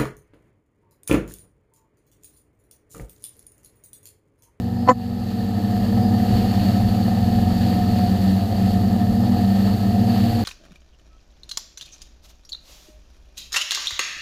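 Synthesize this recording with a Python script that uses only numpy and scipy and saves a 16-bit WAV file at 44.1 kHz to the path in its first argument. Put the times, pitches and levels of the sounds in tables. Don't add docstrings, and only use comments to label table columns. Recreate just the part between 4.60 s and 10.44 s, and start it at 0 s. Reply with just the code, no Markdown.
import sys
import numpy as np
from scipy import signal
from scipy.fft import rfft, irfft, next_fast_len
from scipy.io import wavfile
from scipy.ndimage import uniform_filter1d

SR = 44100
rng = np.random.default_rng(int(sys.argv[2]) if len(sys.argv) > 2 else 0)


def master(y):
    cut = np.clip(np.atleast_2d(y).T, -1, 1)
    pcm = np.round(cut * 32767)
    wavfile.write(sys.argv[1], SR, pcm.astype(np.int16))


def voltage_ratio(level):
    return 10 ** (np.asarray(level, float) / 20)


N = 257544
T = np.arange(N) / SR

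# (time [s], rotor 1 [Hz], rotor 2 [Hz])
SLOW_PAIR = [(0.0, 93.5, 110.95), (0.4, 95.0, 106.57), (1.0, 97.3, 102.46), (1.45, 98.6, 105.29),
             (2.05, 95.2, 100.13), (2.6, 93.0, 102.13), (3.05, 92.0, 104.5), (3.35, 92.6, 99.66),
             (3.62, 93.0, 95.85), (3.89, 95.4, 95.49), (4.15, 92.8, 97.9), (4.6, 95.3, 102.75),
             (4.8, 96.6, 99.86), (4.97, 97.3, 96.76), (5.2, 96.6, 99.26), (5.5, 97.2, 103.07),
             (5.73, 98.6, 98.6), (5.84, 98.4, 99.81)]
# (time [s], rotor 3 [Hz], rotor 4 [Hz])
FAST_PAIR = [(0.0, 118.1, 124.8), (0.4, 117.9, 124), (1.0, 112.3, 119.65), (1.45, 116.6, 121.91),
             (2.05, 111.69, 120.09), (2.6, 112.92, 120.11), (3.05, 114.9, 121.91), (3.4, 113.1, 120.4),
             (3.7, 106.7, 117.2), (3.95, 108.7, 116), (4.15, 110.7, 118.3), (4.45, 112, 118.74),
             (4.7, 117, 120.61), (4.95, 111.5, 117.61), (5.2, 109.8, 118.21), (5.5, 115.9, 120.6),
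             (5.65, 115.3, 118.1), (5.84, 113.1, 118.84)]
HUNT_HZ = 0.5
OPPOSED_S = 3.885

# (level at usual speed [dB], change per Hz faster [dB/Hz])
IMBALANCE = [(-25.7, -0.35), (-26.5, 0.34)]
# (usual speed [Hz], level there [dB], change per Hz faster [dB/Hz], waver [dB])
BLADES = [(95.9, -23, 0.08, 0.65), (98.8, -23.5, -0.72, 1.4), (113.2, -24.5, 0.92, 1.2),
          (119, -32, 0.13, 1.5)]
ARM_DB, ARM_HZ, ARM_WIDTH_HZ, ARM_WAVER_DB = -34.5, 728, 46, 2.6
# (time [s], length [s], lift [dB])
ARM_SURGE = (3.36, 0.23, 4.7)
# (rotor from 0 [index], multiple of turning rate [1], level against its blade tone [dB])
OVERTONES = [(0, 1, -19), (3, 1, -5), (0, 3, -18), (0, 4, -27), (0, 8, -28), (1, 3, -18.5), (0.5, 4, -25.5),
             (1, 7, -26), (2, 3, -24.5), (2, 4, -18), (2, 5, -26.5), (2, 6, -23.5), (2, 7, -27),
             (2, 8, -32), (3, 4, -16)]
# (rotor from 0 [index], multiple [1], level against its blade tone [dB])
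WHINE = [(0, 42, -44), (1, 42, -37), (2, 42, -39), (3, 42, -37)]

# (time [s], length [s], lift [dB])
PUFFS = [(0.43, 0.16, 5), (0.699, 0.38, 4.5), (1.207, 0.31, 2), (1.746, 0.25, 5.5), (2.05, 0.35, 6),
         (2.45, 0.43, 2.5), (2.75, 0.25, 2), (3.067, 0.33, 5), (3.417, 0.28, 4.5), (3.69, 0.21, 4),
         (4.087, 0.2, 4), (4.707, 0.18, 0.5), (4.955, 0.37, 4), (5.25, 0.18, 2), (5.55, .25, 4.5),
         (5.745, 0.33, 4.5)]
HISS_DB, DOWNWASH_DB, SHELL_DB, WIND_DB = -51.5, -45, -39, -35.5
HISS_SHARE, SHELL_SHARE = 0.6, 0.28
# (pitch [Hz], level [dB per Hz])
HISS = [(3060, -7), (5200, -1.5), (5850, -6), (6790, -2.5), (9740, -10.5), (11600, -2), (13400, -4.5),
        (14700, -4.5), (15300, 2)]
# (pitch [Hz], level [dB per Hz])
DOWNWASH = [(1120, -8.5), (1900, -5), (2280, -8.5), (2850, -3), (3420, -6), (4040, -4.5), (4500, -0.5),
            (5140, -14), (6000, -33), (7800, -42), (13200, -120)]
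# (pitch [Hz], width [Hz], level [dB])
PORT = [(4530, 410, -3)]
# (pitch [Hz], level [dB per Hz])
SHELL = [(60, -40), (150, 4.5), (270, 3.5), (420, -2.5), (620, -2.5), (850, -6), (1000, -7.5),
         (1400, -17.5), (2000, -15.5), (2400, -37)]
# (pitch [Hz], width [Hz], level [dB])
RINGS = [(295.5, 22, 11.5), (522.5, 57, 6.5), (744.5, 99, 15), (1218, 32, 7.5), (1294, 31, 14),
         (1690, 15, 12.5), (1757, 90, 6), (1850, 65, 3.5)]
# (pitch [Hz], width [Hz], share following the beat [0-1])
BUZZ = [(1820, 220, 0.74), (1296, 200, 0.33)]
PANEL_HZ, PANEL_DB = 1803, -52
# (pitch [Hz], level [dB per Hz])
RUMBLE = [(15, -9), (30, -4.5), (50, 0.5), (75, 0), (130, -2.5), (250, -24), (400, -9.5)]

# (time [s], force [dB], unevenness of alternate knocks [0-1])
RATTLE = [
    (.2720, -34, .9),
    (.2765, -8, .9),
    (.2810, -14, .9),
    (.2880, 3, .7),
    (.2940, 3.5, .08),
    (.3040, 0, .08),
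    (.3110, -7, .9),
    (.3230, -22, .8),
    (.3400, -46, .8),
]
RATTLE_HZ = 504
# (pitch [Hz], width [Hz], level [dB])
MOUNT = [(272.3, 94, -1.5), (395, 110, -19), (555, 120, -5), (740, 270, -3), (1088, 172, -0.5),
         (1310, 106, -6), (1470, 220, -24), (1812, 170, -13), (2106, 140, -24.5), (2150, 270, -33),
         (2610, 150, -41)]
# (pitch [Hz], width [Hz], level [dB])
SCRAPE = [(3120, 430, 0), (4340, 510, 7.5), (5400, 560, -1), (11800, 1300, -15), (14800, 900, -12)]
SCRAPE_DB, SCRAPE_SHARE = -29.5, 0.76
SQUEAK_HZ, SQUEAK_DB, SQUEAK_SHARE, SQUEAK_LAG_S = 6960, -32.5, 0.57, 0.003

HELD_DB, DUCK_S, DUCK_DB, RECOVER_S = -6.5, 0.328, -13, 1.22
EDGE_HZ = 15200


def evened(x):
    return x / np.sqrt(np.mean(x ** 2) + 1e-20)


def columns(table, t=T):
    s, *rest = np.transpose(table)
    return np.array([np.interp(t, s, c) for c in rest])


def drift(hz):
    size, step = 8192, 32
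    f = np.fft.rfftfreq(size, step / SR)
    smoothing = np.exp(-np.minimum(f / hz, 6) ** 2)
    slow = irfft(rfft(rng.standard_normal(size)) * smoothing, size)
    return np.interp(np.arange(N), np.arange(size) * step, evened(slow))


def swell(s, length):
    return np.exp(-((T - s) / length) ** 2)


def coloured(x, points, band, modes=()):
    size = next_fast_len(N, True)
    f = np.fft.rfftfreq(size, 1 / SR)
    hz, db = np.transpose(points)
    gain = voltage_ratio(np.interp(np.log(f + 1), np.log(hz + 1), db, left=-90, right=-90))
    gain = gain * (1 + sum(voltage_ratio(d) / (1 + (2 * (f - m) / w) ** 2) for m, w, d in modes))
    z = rfft(x, size) * gain
    inside = (f > band[0]) & (f < band[1])
    return irfft(z, size)[:N] * size / np.sqrt(2 * np.sum(abs(z[inside]) ** 2))


def resonate(x, hz, width):
    turn = np.exp(2j * np.pi * hz * np.arange(len(x)) / SR)
    r = np.exp(-np.pi * width / SR)
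    return 2 * (turn * signal.lfilter([(1 - r) ** 2], [1, -2 * r, r * r], x / turn)).real


def tone(angle, db):
    return np.sqrt(2) * voltage_ratio(db) * np.sin(angle + 2 * np.pi * rng.random())


def rotor_turning():
    hz = np.vstack([columns(SLOW_PAIR), columns(FAST_PAIR)])
    hz = hz + HUNT_HZ * np.array([drift(4), drift(4)])[[0, 0, 1, 1]]
    angles = 2 * np.pi * np.cumsum(hz, axis=1) / SR
    return hz, angles - angles[:, [round(OPPOSED_S * SR)]]


def blade_load(hz):
    usual_hz, level_db, slope, _ = np.transpose(BLADES)[:, :, None]
    return level_db + slope * (hz - usual_hz)


def shaft_hum(hz, angles):
    hum = 0
    for r, (db, slope) in zip((0, 2), IMBALANCE):
        faster = hz[r] - BLADES[r][0]
        hum = hum + tone(angles[r], db + slope * faster + 1.8 * drift(12))
    return hum


def blade_tones(load_db, angles):
    waver_db = np.array([[w * drift(7.8)] for *_, w in BLADES])[:, 0]
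    sides = np.array([[1], [-1], [1], [1]])
    return (np.sqrt(2) * sides * voltage_ratio(load_db + waver_db) * np.sin(2 * angles)).sum(axis=0)


def arm_ring(hz, angles):
    surge_s, length_s, surge_db = ARM_SURGE
    lift_db = -10 * np.log10(1 + (2 * (6 * hz[3] - ARM_HZ) / ARM_WIDTH_HZ) ** 2)
    lift_db = lift_db + surge_db * swell(surge_s, length_s)
    return tone(6 * angles[3] + 0.3 * drift(12), ARM_DB + lift_db + ARM_WAVER_DB * drift(9))


def overtones(load_db, angles):
    total = 0
    for r, k, db in OVERTONES:
        r = round(r)
        level_db = load_db[r] + db + 2.7 * drift(4.6)
        total = total + tone(round(k) * angles[r] + 0.2 * drift(8), level_db)
    return total


def magnet_whine(load_db, angles):
    total = 0
    for r, k, db in WHINE:
        r = round(r)
        level_db = load_db[r] + db + 4.5 * drift(6)
        total = total + tone(k * angles[r] + 2.5 * drift(12), level_db)
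    return total


def chopped(angles, depths_db, flicker_db):
    sweep_db = sum(d * np.cos(2 * a) for a, d in zip(angles, depths_db))
    return rng.standard_normal(N) * voltage_ratio(sweep_db + flicker_db)


def tip_hiss(angles, gust_db, puffs, lumps):
    noise = chopped(angles, [2.2, 0.7, 0.8, 0.4], 0.3 * puffs + 0.35 * lumps)
    return voltage_ratio(HISS_DB + HISS_SHARE * gust_db) * coloured(noise, HISS, (9000, 15000))


def downwash(angles, gust_db, puffs, lumps):
    noise = chopped(angles, [2.3, 0.37, 0.92, 0.4], 0.73 * puffs + 0.31 * lumps)
    return voltage_ratio(DOWNWASH_DB + gust_db) * coloured(noise, DOWNWASH, (2200, 5500), PORT)


def ringing_shell(angles, gust_db, puffs, lumps):
    noise = chopped(angles, [3.1, 0.22, 1.5, 0.13], 0.77 * puffs + 2.5 * lumps)
    shell = coloured(noise, SHELL, (330, 680), RINGS)
    beat = np.sqrt(2) * abs(np.sin(angles[1] - angles[0]))
    shell = shell + sum(np.clip(share, 0, 1) * (beat - 1) * resonate(shell, hz, w) for hz, w, share in BUZZ)
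    panel = beat * tone(2 * np.pi * PANEL_HZ * T + 1.2 * drift(5.6), PANEL_DB + 1.4 * drift(25))
    return voltage_ratio(SHELL_DB + SHELL_SHARE * gust_db) * shell + panel


def wind():
    noise = rng.standard_normal(N) * voltage_ratio(2.5 * drift(2.8))
    return voltage_ratio(WIND_DB) * coloured(noise, RUMBLE, (20, 75))


def mount_rattle():
    t = np.arange(0.26, 0.37, 1 / SR)
    force_db, uneven = columns(RATTLE, t)
    half = np.pi * RATTLE_HZ * (t - 0.2882)
    knocks = sum((1.18 * uneven if k % 2 else 1) * np.cos(k * half) for k in range(1, 12))
    grit = rng.standard_normal(len(t))
    blows = voltage_ratio(force_db) * (knocks + (0.8 + 2.4 * uneven) * grit)
    ring = 0
    for k, (hz, w, db) in enumerate(MOUNT):
        side = (-1) ** (k // 2)
        ring = ring + side * voltage_ratio(db) * resonate(blows, hz, w)

    rubbing = grit * (1 + 0.34 * np.cos(half))
    scrape = evened(sum(voltage_ratio(db) * resonate(rubbing, hz, w) for hz, w, db in SCRAPE))
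    scrape_db = SCRAPE_DB + SCRAPE_SHARE * force_db - 300 * np.maximum(t - 0.292, 0)
    squeak = evened(resonate(grit, SQUEAK_HZ, 800)) * np.hanning(len(t))
    squeak_db = SQUEAK_DB + SQUEAK_SHARE * columns(RATTLE, t - SQUEAK_LAG_S)[0]
    out = np.zeros(N)
    start = round(t[0] * SR)
    out[start:start + len(t)] = ring + voltage_ratio(scrape_db) * scrape + voltage_ratio(squeak_db) * squeak
    return out


def scene():
    hz, angles = rotor_turning()
    load_db = blade_load(hz)
    rotors = shaft_hum(hz, angles) + blade_tones(load_db, angles) + arm_ring(hz, angles)
    rotors = rotors + overtones(load_db, angles) + magnet_whine(load_db, angles)

    gust_db = sum(db * swell(s, 0.52 * length) for s, length, db in PUFFS)
    flow = angles, gust_db, drift(27), drift(268)
    air = tip_hiss(*flow) + downwash(*flow) + ringing_shell(*flow) + wind()
    return (rotors + air + mount_rattle())[None]


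def low_pass(x):
    return signal.sosfilt(signal.butter(12, 16520, fs=SR, output="sos"), x)


def record(dry):
    climb_db = DUCK_DB * np.clip(1 - (T - DUCK_S) / RECOVER_S, 0, 1) ** 1.89
    gain_db = uniform_filter1d(np.where(T < DUCK_S, HELD_DB, climb_db), size=800)
    ducked = dry * voltage_ratio(gain_db)
    limited = ducked / (1 + (ducked / 0.92) ** 6) ** (1 / 6)
    edge = signal.firwin(401, EDGE_HZ, window=("kaiser", 9), fs=SR)
    mix = signal.oaconvolve(limited, edge[None], "same")
    return low_pass(mix)


dry = scene()
out = record(dry)
master(out)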